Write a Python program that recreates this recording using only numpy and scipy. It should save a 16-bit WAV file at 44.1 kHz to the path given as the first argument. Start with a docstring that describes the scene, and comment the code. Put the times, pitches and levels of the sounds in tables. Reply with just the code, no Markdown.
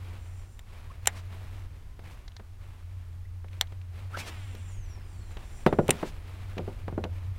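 """An angler casts from a plastic kayak, over a low hum, a light breeze on open water and rustling sleeves.
The spool of a baitcasting reel rings faintly and is stopped with a few clicks; two small drops plip.
The spool clicks free, the rod swishes and whistles, and the spool whines down as the line flies out.
Feet and gear bump the hollow hull, the reel snaps back into gear, and lighter bumps follow."""
import sys
import numpy as np
from scipy.fft import rfft, irfft, next_fast_len
from scipy.io import wavfile
from scipy.ndimage import uniform_filter1d, map_coordinates

SR = 44100
rng = np.random.default_rng(int(sys.argv[2]) if len(sys.argv) > 2 else 0)


def digitize_waveform(pressure):
    """Quantize a signal to 16-bit integers and store it at the path in sys.argv[1].

    Rows of a 2-D input are taken as channels; values are limited to [-1, 1].
    """
    field = np.atleast_2d(pressure).T
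    bounded = np.clip(field, -1, 1)
    quanta = np.round(bounded * 32767).astype(np.int16)
    wavfile.write(sys.argv[1], SR, quanta)


N = 325678

# the bearings' partials: (multiple of the turning rate [x], level [dB])
BEARING_PARTIALS = [(34, -14.5), (35.3, -8), (44.5, -21), (62, -12.5)]
# fader ride on the bearings' whine: (time [s], relative level [dB])
BEARING_RIDE = [(4.3, -63), (4.5, -86), (4.58, -72), (4.69, -55), (4.8, -60.5), (4.94, -56), (5.0, -69),
                (5.35, -66), (5.85, -76)]
# tone colour of the bearings: (frequency [Hz], gain [dB])
BEARING_EQ = [(2500, 0), (5500, 1), (8700, 5), (9800, -11), (12000, -15), (16000, -30)]
# tone colour of line whipping off the spool: (frequency [Hz], gain [dB])
LINE_EQ = [(200, 5.5), (380, 0.5), (600, -4), (1200, -2), (2400, 3.5), (3300, 2), (4300, -8), (6000, -8)]
# resonances of the spool's metal: (frequency [Hz], width [Hz], level [dB])
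SPOOL_MODES = [(5750, 630, -1.5), (7310, 270, 4.5), (8380, 240, -1.5), (9190, 500, -3), (10000, 520, -8),
               (12000, 1200, -22), (15190, 700, -14)]
# swells in which the turning spool rings: (start [s], length [s], relative level [dB])
SPOOL_SWELLS = [(.15, 0.39, -67), (4.18, .55, -62.5), (5.02, .3, -67), (5.36, 0.49, -61.5)]
# clutch and thumb bar cues: (time [s], level [dB], pitch [Hz], frame send [dB], spool ring send [dB],
# ring centre [Hz], contact length [s])
CLICK_CUES = [(0.592, -53.5, 3380, 1, -6.5, 7500, 0.00076), (1.0575, -43, 2600, -2, -8.5, 8500, 0.00052),
              (1.071, -38.5, 1980, -3.5, 11, 7450, 0.00076), (1.0728, -26.5, 3104, 3.5, 4.5, 7400, 0.00085),
              (3.611, -23, 3500, -6, -8.5, 5500, 0.00067), (4.551, -63, 5000, 8, -5, 11000, .001),
              (5.881, -43.5, 3000, 2.5, -2.5, 9500, 0.00055),
              (5.893, -28.5, 2600, -14.5, -13, 9500, 0.00043), (5.9062, -23.5, 2660, -4, 2, 9500, 0.00073)]
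# tone colour of the reel's frame: (frequency [Hz], gain [dB])
FRAME_EQ = [(100, -18), (300, -17), (780, 0), (1150, -6), (1700, 0.5), (2100, 3), (2600, -8), (4000, -0.5),
            (4800, -19.5), (6000, -6), (9000, -27), (12000, -8.5), (16000, -19.5)]
# rod and sleeve sweeping the air: (time [s], level [dB], half length [s], brightness [Hz])
SWISH_CUES = [(1.177, -50, 0.019, 5470), (1.55, -68.5, 0.032, 12000), (2.125, -62.5, 0.017, 11000),
              (4.174, -36, 0.004, 2200), (4.197, -39, 0.013, 8400), (4.282, -42.5, 0.0133, 7300),
              (6.001, -50, 0.033, 3520), (6.077, -48, 0.018, 7000)]
# the rod tip's whistle through the cast: (time [s], pitch [Hz], level [dB])
TIP_GLIDE = [(4.09, 1200, -100), (4.125, 1367, -66), (4.15, 1447, -32.5), (4.17, 1585, -53),
             (4.205, 2430, -43), (4.24, 2380, -65), (4.26, 2200, -100)]
# bumps on the hull: (time [s], level [dB], brightness [Hz])
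KNOCK_CUES = [(1.992, -48, 2400), (2.396, -46.5, 2030), (3.443, -48.5, 1800), (3.722, -49.5, 2700),
              (4.546, -47.5, 700), (4.975, -54, 1400), (5.368, -42, 1900), (5.662, -14, 1640),
              (5.726, -22, 1270), (5.786, -16, 870), (5.8881, -19, 1050), (6.028, -25, 1240),
              (6.568, -39.5, 700), (6.578, -36.5, 1900), (6.591, -30, 696), (6.676, -32, 730),
              (6.879, -32.5, 1470), (6.924, -37, 800), (6.977, -26.5, 810), (7.038, -33.5, 1900),
              (7.049, -33.5, 1100)]
# resonances of the hollow hull: (frequency [Hz], level [dB], 60 dB decay time [s])
HULL_MODES = [(155, -8, 0.24), (221, -3, 0.19), (342, 1.5, 0.089), (398.5, 1.5, 0.11), (510.5, -6.5, 0.17),
              (594.5, -6, 0.14), (773, -13.5, 0.1), (1436, -15, 0.09)]
# tone colour of the plastic shell: (frequency [Hz], gain [dB])
SHELL_EQ = [(40, -6), (110, -3.5), (160, 6), (260, -2.5), (370, 2), (500, -0.5), (780, -2), (1100, -5.5),
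            (1500, -6.5), (2700, -7), (7000, -6), (16000, 12)]
# light ticks, and the hard, bright edge of some hull knocks: (time [s], level [dB], pitch [Hz])
TICK_CUES = [(2.279, -50.5, 4000), (2.318, -62.5, 2970), (2.365, -48.5, 4070), (3.483, -60.5, 2320),
             (3.530, -58, 2400), (3.671, -61.5, 3200), (3.814, -60, 2470), (5.369, -52, 2880),
             (6.581, -43.5, 2470), (7.039, -43, 2600)]
# drops and bubbles: (time [s], level [dB], starting pitch [Hz], swell time [s])
DROP_CUES = [(.899, -47, 975, 0.0092), (3.251, -56.5, 1820, 0.0054)]
# arms and legs moving inside their clothes: (start [s], length [s], level [dB])
CLOTH_SWELLS = [(-.05, 0.22, -53.5), (.22, 0.24, -63), (.65, 0.3, -57.5), (1.0, 0.16, -52.5),
                (1.25, 0.37, -54), (1.72, 0.15, -65), (2.0, 0.12, -55), (2.58, 0.24, -60.5),
                (2.86, 0.28, -65.5), (3.49, 0.043, -55.5), (3.64, 0.28, -66), (3.9, 0.12, -55),
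                (4.09, 0.2, -48), (4.36, .35, -58), (4.8, 0.515, -59), (5.25, 0.94, -55.5),
                (5.84, 0.18, -48), (6.22, .55, -52.5), (6.8, 0.21, -60), (7.05, 0.3, -57)]
# tone colour of jacket cloth: (frequency [Hz], gain [dB])
CLOTH_EQ = [(80, -15), (170, 3.5), (350, -2), (700, -2), (1200, -3.5), (1500, -6), (2300, -5.5),
            (4000, -13.5), (6000, -20.5), (10000, -22.5), (16000, -27.5)]
# fader ride on the low hum: (time [s], relative level [dB])
HUM_RIDE = [(0.0, -41.0), (0.35, -40), (0.56, -56.5), (1.1, -38.5), (1.64, -43.5), (1.91, -53.5),
            (2.06, -44.5), (2.21, -59.5), (2.3, -49.5), (2.96, -39.5), (4.67, -39), (5.57, -52),
            (5.66, -47), (5.78, -49), (5.87, -41.5), (6.08, -57), (6.2, -43.5), (7.38, -33)]
# fader ride on the wind's buffeting: (time [s], relative level [dB])
WIND_RIDE = [(0.0, -46), (0.89, -46.5), (1.58, -46), (1.91, -43), (2.42, -49.5), (3.59, -48.5), (4.25, -49),
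             (4.7, -44.5), (7.38, -43.5)]
# tone colour of the wind's rumble: (frequency [Hz], gain [dB])
WIND_EQ = [(8, -11), (22, 1), (35, -3), (60, -3.5), (100, -9.5), (140, -20.5), (200, -29), (400, -33.5),
           (1500, -97.5)]
# tone colour of the hush over open water: (frequency [Hz], gain [dB])
AIR_EQ = [(80, -6), (200, -4.5), (400, -2), (1000, 1), (2000, -4.5), (4000, -9), (8000, -12.5),
          (12000, -14.5), (16000, -18)]

TOP_HZ = 15850
# the cast spins the spool up at once; it coasts down towards the pace of the falling lure
CAST_S, SPIN_UP_S, STOP_S = 4.2, 0.013, 7.4
LAUNCH_TURNS_HZ, SETTLED_TURNS_HZ, COAST_S = 382.6, 62, 0.62
# a heavier bump stays in contact longer; a duller one rings the hull more
TYPICAL_KNOCK_DB, KNOCK_CONTACT_S, DB_PER_DOUBLED_CONTACT = -23.5, 0.0026, 47
TYPICAL_KNOCK_HZ, HOLLOW_DB, HOLLOW_DB_PER_OCTAVE = 1010, -4.5, -4


def spool(whirr_db=-60, steepness=3, ring_db=-1):
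    """The spool slows as the lure flies: its whine dives while its metal rings at fixed pitches."""
    t = np.arange(N) / SR
    coast = np.exp(-np.maximum(t - CAST_S, 0) / COAST_S)
    turns_hz = SETTLED_TURNS_HZ + (LAUNCH_TURNS_HZ - SETTLED_TURNS_HZ) * coast
    flying = np.clip((t - CAST_S) / SPIN_UP_S + 1, 0, 1) * (t < STOP_S)
    whine = np.zeros(N)
    for multiple, db in BEARING_PARTIALS:
        hz = multiple * turns_hz
        whine += amp(db) * eq(BEARING_EQ, hz) * breathy_tone(hz, width_hz=65) * (hz < TOP_HZ)
    whine *= amp(curves(BEARING_RIDE)[0])
    # the whipping line speaks only at high speed, its upper harmonics more smeared
    whirr = sum(eq(LINE_EQ, k * turns_hz) * breathy_tone(k * turns_hz, 12 * k) for k in range(1, 18))
    whirr *= amp(whirr_db) * (turns_hz / LAUNCH_TURNS_HZ) ** steepness
    ringing = swells(SPOOL_SWELLS, attack_s=0.11, sag_db_per_s=2.5, release_s=0.06)
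    ring = ringing * amp(ring_db + 2.2 * wobble(15)) * noise(spool_metal)
    return flying * (whine + whirr) + ring


def spool_metal(hz):
    """Gain of the spool's resonances together."""
    return np.sqrt(sum((amp(db) * peak(hz, centre, width) ** 1.17) ** 2
                       for centre, width, db in SPOOL_MODES))


def reel_clicks(part_db=-2, damping=0.32, ring_width_hz=2200, boat_db=-11, boat_hz=1900):
    """A small part snaps home at its own pitch; the frame, the boat and the spool answer."""
    out, t = np.zeros(N), np.arange(SR // 8) / SR
    for s, db, pitch_hz, frame_db, ring_db, ring_hz, contact_s in CLICK_CUES:
        snap = contact(t, contact_s, tail_db=-22, tail_t60=0.043)
        part = hit(filtered(snap, lambda hz: peak(hz, pitch_hz, damping * pitch_hz) ** 2.15))
        jolt = contact(t, contact_s, tail_db=-18, tail_t60=0.028)
        frame = hit(filtered(jolt, lambda hz: eq(FRAME_EQ, hz)))
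        # each click rings the spool's metal, strongest near its ring centre
        ring = hit(filtered(snap, lambda hz: spool_metal(hz) ** 1.1 * peak(hz, ring_hz, ring_width_hz)))
        scatter = rng.standard_normal(len(t)) * amp(-60 * t / 0.079) * (1 - np.exp(-t / 0.0012))
        boat = hit(filtered(scatter, lambda hz: eq(FRAME_EQ, hz) * lowpass(hz, boat_hz)))
        body = frame + amp(boat_db) * boat
        add(out, s, amp(db) * (amp(part_db) * part + amp(frame_db) * body + amp(ring_db) * ring))
    return out


def swishes():
    """Rod and sleeve whoosh through the air, each swish with its own length and brightness."""
    out, t = np.zeros(N), np.arange(SR // 4) / SR
    for s, db, half_s, bright_hz in SWISH_CUES:
        hiss = rng.standard_normal(len(t))
        rush = unit(filtered(hiss, lambda hz: peak(hz, 1200, 9100) * lowpass(hz, bright_hz)))
        envelope = np.exp(-((t - t.mean()) / half_s) ** 2 / 2)
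        add(out, s - t.mean(), amp(db) * rush * envelope)
    return out


def rod_whistle():
    """Eddies shed by the thin tip sing higher as it speeds up."""
    pitch_hz, db = curves(TIP_GLIDE)
    return amp(db) * breathy_tone(pitch_hz, width_hz=410)


def hull_knocks(scatter_db=-6, scatter_hz=700):
    """Each bump thuds on the plastic shell and sets the hollow hull ringing."""
    out, t = np.zeros(N), np.arange(SR // 4) / SR
    for s, db, bright_hz in KNOCK_CUES:
        contact_s = KNOCK_CONTACT_S * 2 ** ((db - TYPICAL_KNOCK_DB) / DB_PER_DOUBLED_CONTACT)
        body_db = HOLLOW_DB + HOLLOW_DB_PER_OCTAVE * np.log2(bright_hz / TYPICAL_KNOCK_HZ)
        shell = lambda hz: eq(SHELL_EQ, hz) * lowpass(hz, bright_hz, order=2.9)
        thud = filtered(contact(t, contact_s, tail_db=-11.5, tail_t60=0.12), shell)
        # inside the hull only the lows keep bouncing
        scatter = rng.standard_normal(len(t)) * amp(-60 * t / 0.29)
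        hollow = filtered(scatter, lambda hz: shell(hz) * lowpass(hz, scatter_hz))
        ring = np.zeros(len(t))
        for mode_hz, mode_db, t60 in HULL_MODES:
            decay = amp(mode_db + rng.normal(0, 1.4) - 60 * t / t60)
            ring += decay * np.sin(2 * np.pi * (mode_hz * t + rng.random()))
        body = (hit(ring) + amp(scatter_db) * hit(hollow)) * (1 - np.exp(-t / contact_s))
        add(out, s, amp(db) * (hit(thud) + amp(body_db) * body))
    return out


def ticks(contact_s=0.0015, damping=0.25, part_db=-2, frame_db=-3, bright_hz=7500):
    """Light ticks and the hard, bright edge of some hull knocks: a pitched snap with the frame's colour."""
    out, t = np.zeros(N), np.arange(SR // 8) / SR
    for s, db, pitch_hz in TICK_CUES:
        touch = contact(t, contact_s, tail_db=-21, tail_t60=0.04)
        snap = filtered(touch, lambda hz: lowpass(hz, bright_hz, order=4))
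        part = hit(filtered(snap, lambda hz: peak(hz, pitch_hz, damping * pitch_hz) ** 1.24))
        frame = hit(filtered(snap, lambda hz: eq(FRAME_EQ, hz)))
        add(out, s, amp(db) * (amp(part_db) * part + amp(frame_db) * frame))
    return out


def drops(rise_per_s=14, jitter=0.03):
    """A bubble plips, its pitch bending up unevenly as it nears the surface."""
    out, t = np.zeros(N), np.arange(SR // 8) / SR
    for s, db, start_hz, swell_s in DROP_CUES:
        envelope = t / swell_s * np.exp((1 - (t / swell_s) ** 2) / 2)
        pitch_hz = start_hz * (1 + rise_per_s * t + jitter * wobble(390)[:len(t)])
        add(out, s, amp(db) * envelope * np.sin(phase(pitch_hz)))
    return out


def sleeves(rest_db=-70):
    """Jacket cloth rubs in small uneven catches as each move gathers speed, eases off and rests."""
    catches_db = 1.4 * wobble(35) + 1.4 * wobble(400)
    motion = swells(CLOTH_SWELLS, attack_s=0.059, sag_db_per_s=5, release_s=0.12)
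    return np.hypot(amp(rest_db), motion) * amp(catches_db) * noise(lambda hz: eq(CLOTH_EQ, hz))


def hum(hum_hz=90.6, waver_hz=3.184, fuzz_db=-10, trim_db=-1, flutter_db=0.5):
    """A low, fuzzy hum wavers in pitch and level."""
    tone = unit(np.sin(phase(hum_hz + waver_hz * wobble(22))))
    fuzz = noise(lambda hz: peak(hz, hum_hz, 28) ** 2)
    return amp(curves(HUM_RIDE)[0] + trim_db + flutter_db * wobble(13)) * (tone + amp(fuzz_db) * fuzz)


def breeze(trim_db=1.73, air_db=-66):
    """Light wind buffets the microphone over the even hush of open water."""
    gusts = amp(curves(WIND_RIDE)[0] + trim_db + 1.2 * wobble(6.2))
    return gusts * noise(lambda hz: eq(WIND_EQ, hz)) + amp(air_db) * noise(lambda hz: eq(AIR_EQ, hz))


def contact(t, length_s, tail_db, tail_t60):
    """A chattering transient and its scatter round the boat, driving all pitches about evenly."""
    strike = t / length_s * np.exp(1 - t / length_s)
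    tail = amp(tail_db - 60 * t / tail_t60) * (1 - np.exp(-t / length_s))
    chatter = rng.standard_normal(len(t)) * (strike + tail)
    power = np.abs(uniform_filter1d(np.abs(rfft(chatter)) ** 2, size=36))
    flatten = (power / power.mean()) ** -0.5
    return filtered(chatter, lambda hz: np.interp(hz, np.fft.rfftfreq(len(t), 1 / SR), flatten))


def swells(rows, attack_s, sag_db_per_s, release_s):
    """Envelope of overlapping swells that rise, sag and die away."""
    power = np.zeros(N)
    for start, length, db in rows:
        t = np.maximum(np.arange(N) / SR - start, 0)
        release = np.exp(-np.maximum(t - length, 0) / release_s)
        power += (amp(db - sag_db_per_s * t) * np.minimum(t / attack_s, 1) * release) ** 2
    return np.sqrt(power)


def breathy_tone(pitch_hz, width_hz):
    """A narrow band of noise of rms 1 that follows a pitch curve."""
    angle = phase(pitch_hz)
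    return unit(wobble(width_hz) * np.sin(angle) + wobble(width_hz) * np.cos(angle))


def noise(gain):
    """Steady noise of rms 1 with this gain over frequency."""
    m = next_fast_len(N)
    return unit(irfft(rfft(rng.standard_normal(m)) * gain(np.fft.rfftfreq(m, 1 / SR)), m)[:N])


def filtered(x, gain):
    """x through the minimum-phase filter with this gain over frequency."""
    m = 2 * next_fast_len(len(x) // 2 + 4096)
    cepstrum = irfft(np.log(np.maximum(gain(np.fft.rfftfreq(m, 1 / SR)), 1e-6)))
    cepstrum[1:m // 2] *= 2
    cepstrum[m // 2 + 1:] = 0
    return irfft(rfft(x, m) * np.exp(rfft(cepstrum)))[:len(x)]


def eq(points, hz):
    """Gain of an EQ curve drawn on a log frequency axis."""
    point_hz, db = np.transpose(points)
    return amp(np.interp(np.log(hz + 1), np.log(point_hz), db))


def peak(hz, centre, width):
    """Gain of one resonance."""
    return np.abs(hz * width / (centre ** 2 - hz ** 2 + 1j * hz * width))


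def lowpass(hz, corner_hz, order=2):
    """Gain of a treble roll-off."""
    return 1 / (1 + (hz / corner_hz) ** order)


def curves(rows):
    """One automation lane for each column after the time."""
    s, *columns = np.transpose(rows)
    return [np.interp(np.arange(N) / SR, s, column) for column in columns]


def wobble(rate):
    """Smooth random modulation, rate knots a second."""
    return map_coordinates(rng.standard_normal(8192), [np.arange(N) * rate / SR], mode="mirror")


def phase(pitch_hz):
    """Running phase of a pitch curve."""
    return 2 * np.pi * np.cumsum(pitch_hz) / SR


def amp(db):
    """Gain of a level in dB."""
    return 10 ** (np.asarray(db) / 20)


def unit(x):
    """x at rms 1."""
    return x / np.sqrt(np.mean(x ** 2) + 1e-20)


def hit(x):
    """x with the energy of 10 ms at rms 1."""
    return x * np.sqrt(SR / 100 / np.sum(x ** 2))


def add(track, s, sound):
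    """Mix a sound into the track at time s."""
    part = track[round(s * SR):][:len(sound)]
    part += sound[:len(part)]


def scene():
    """A close, dry mono mix: everything is within arm's reach, in open air."""
    hits = hull_knocks() + reel_clicks() + ticks() + drops()
    cast = swishes() + rod_whistle() + spool()
    bed = sleeves() + hum() + breeze()
    return (hits + cast + bed)[None]


def record(dry):
    """A brick-wall high cut on the whole mix."""
    m = next_fast_len(N + SR // 4)
    return irfft(rfft(dry, m) * (np.fft.rfftfreq(m, 1 / SR) < TOP_HZ), m)[:, :N]


dry = scene()
out = record(dry)
digitize_waveform(out)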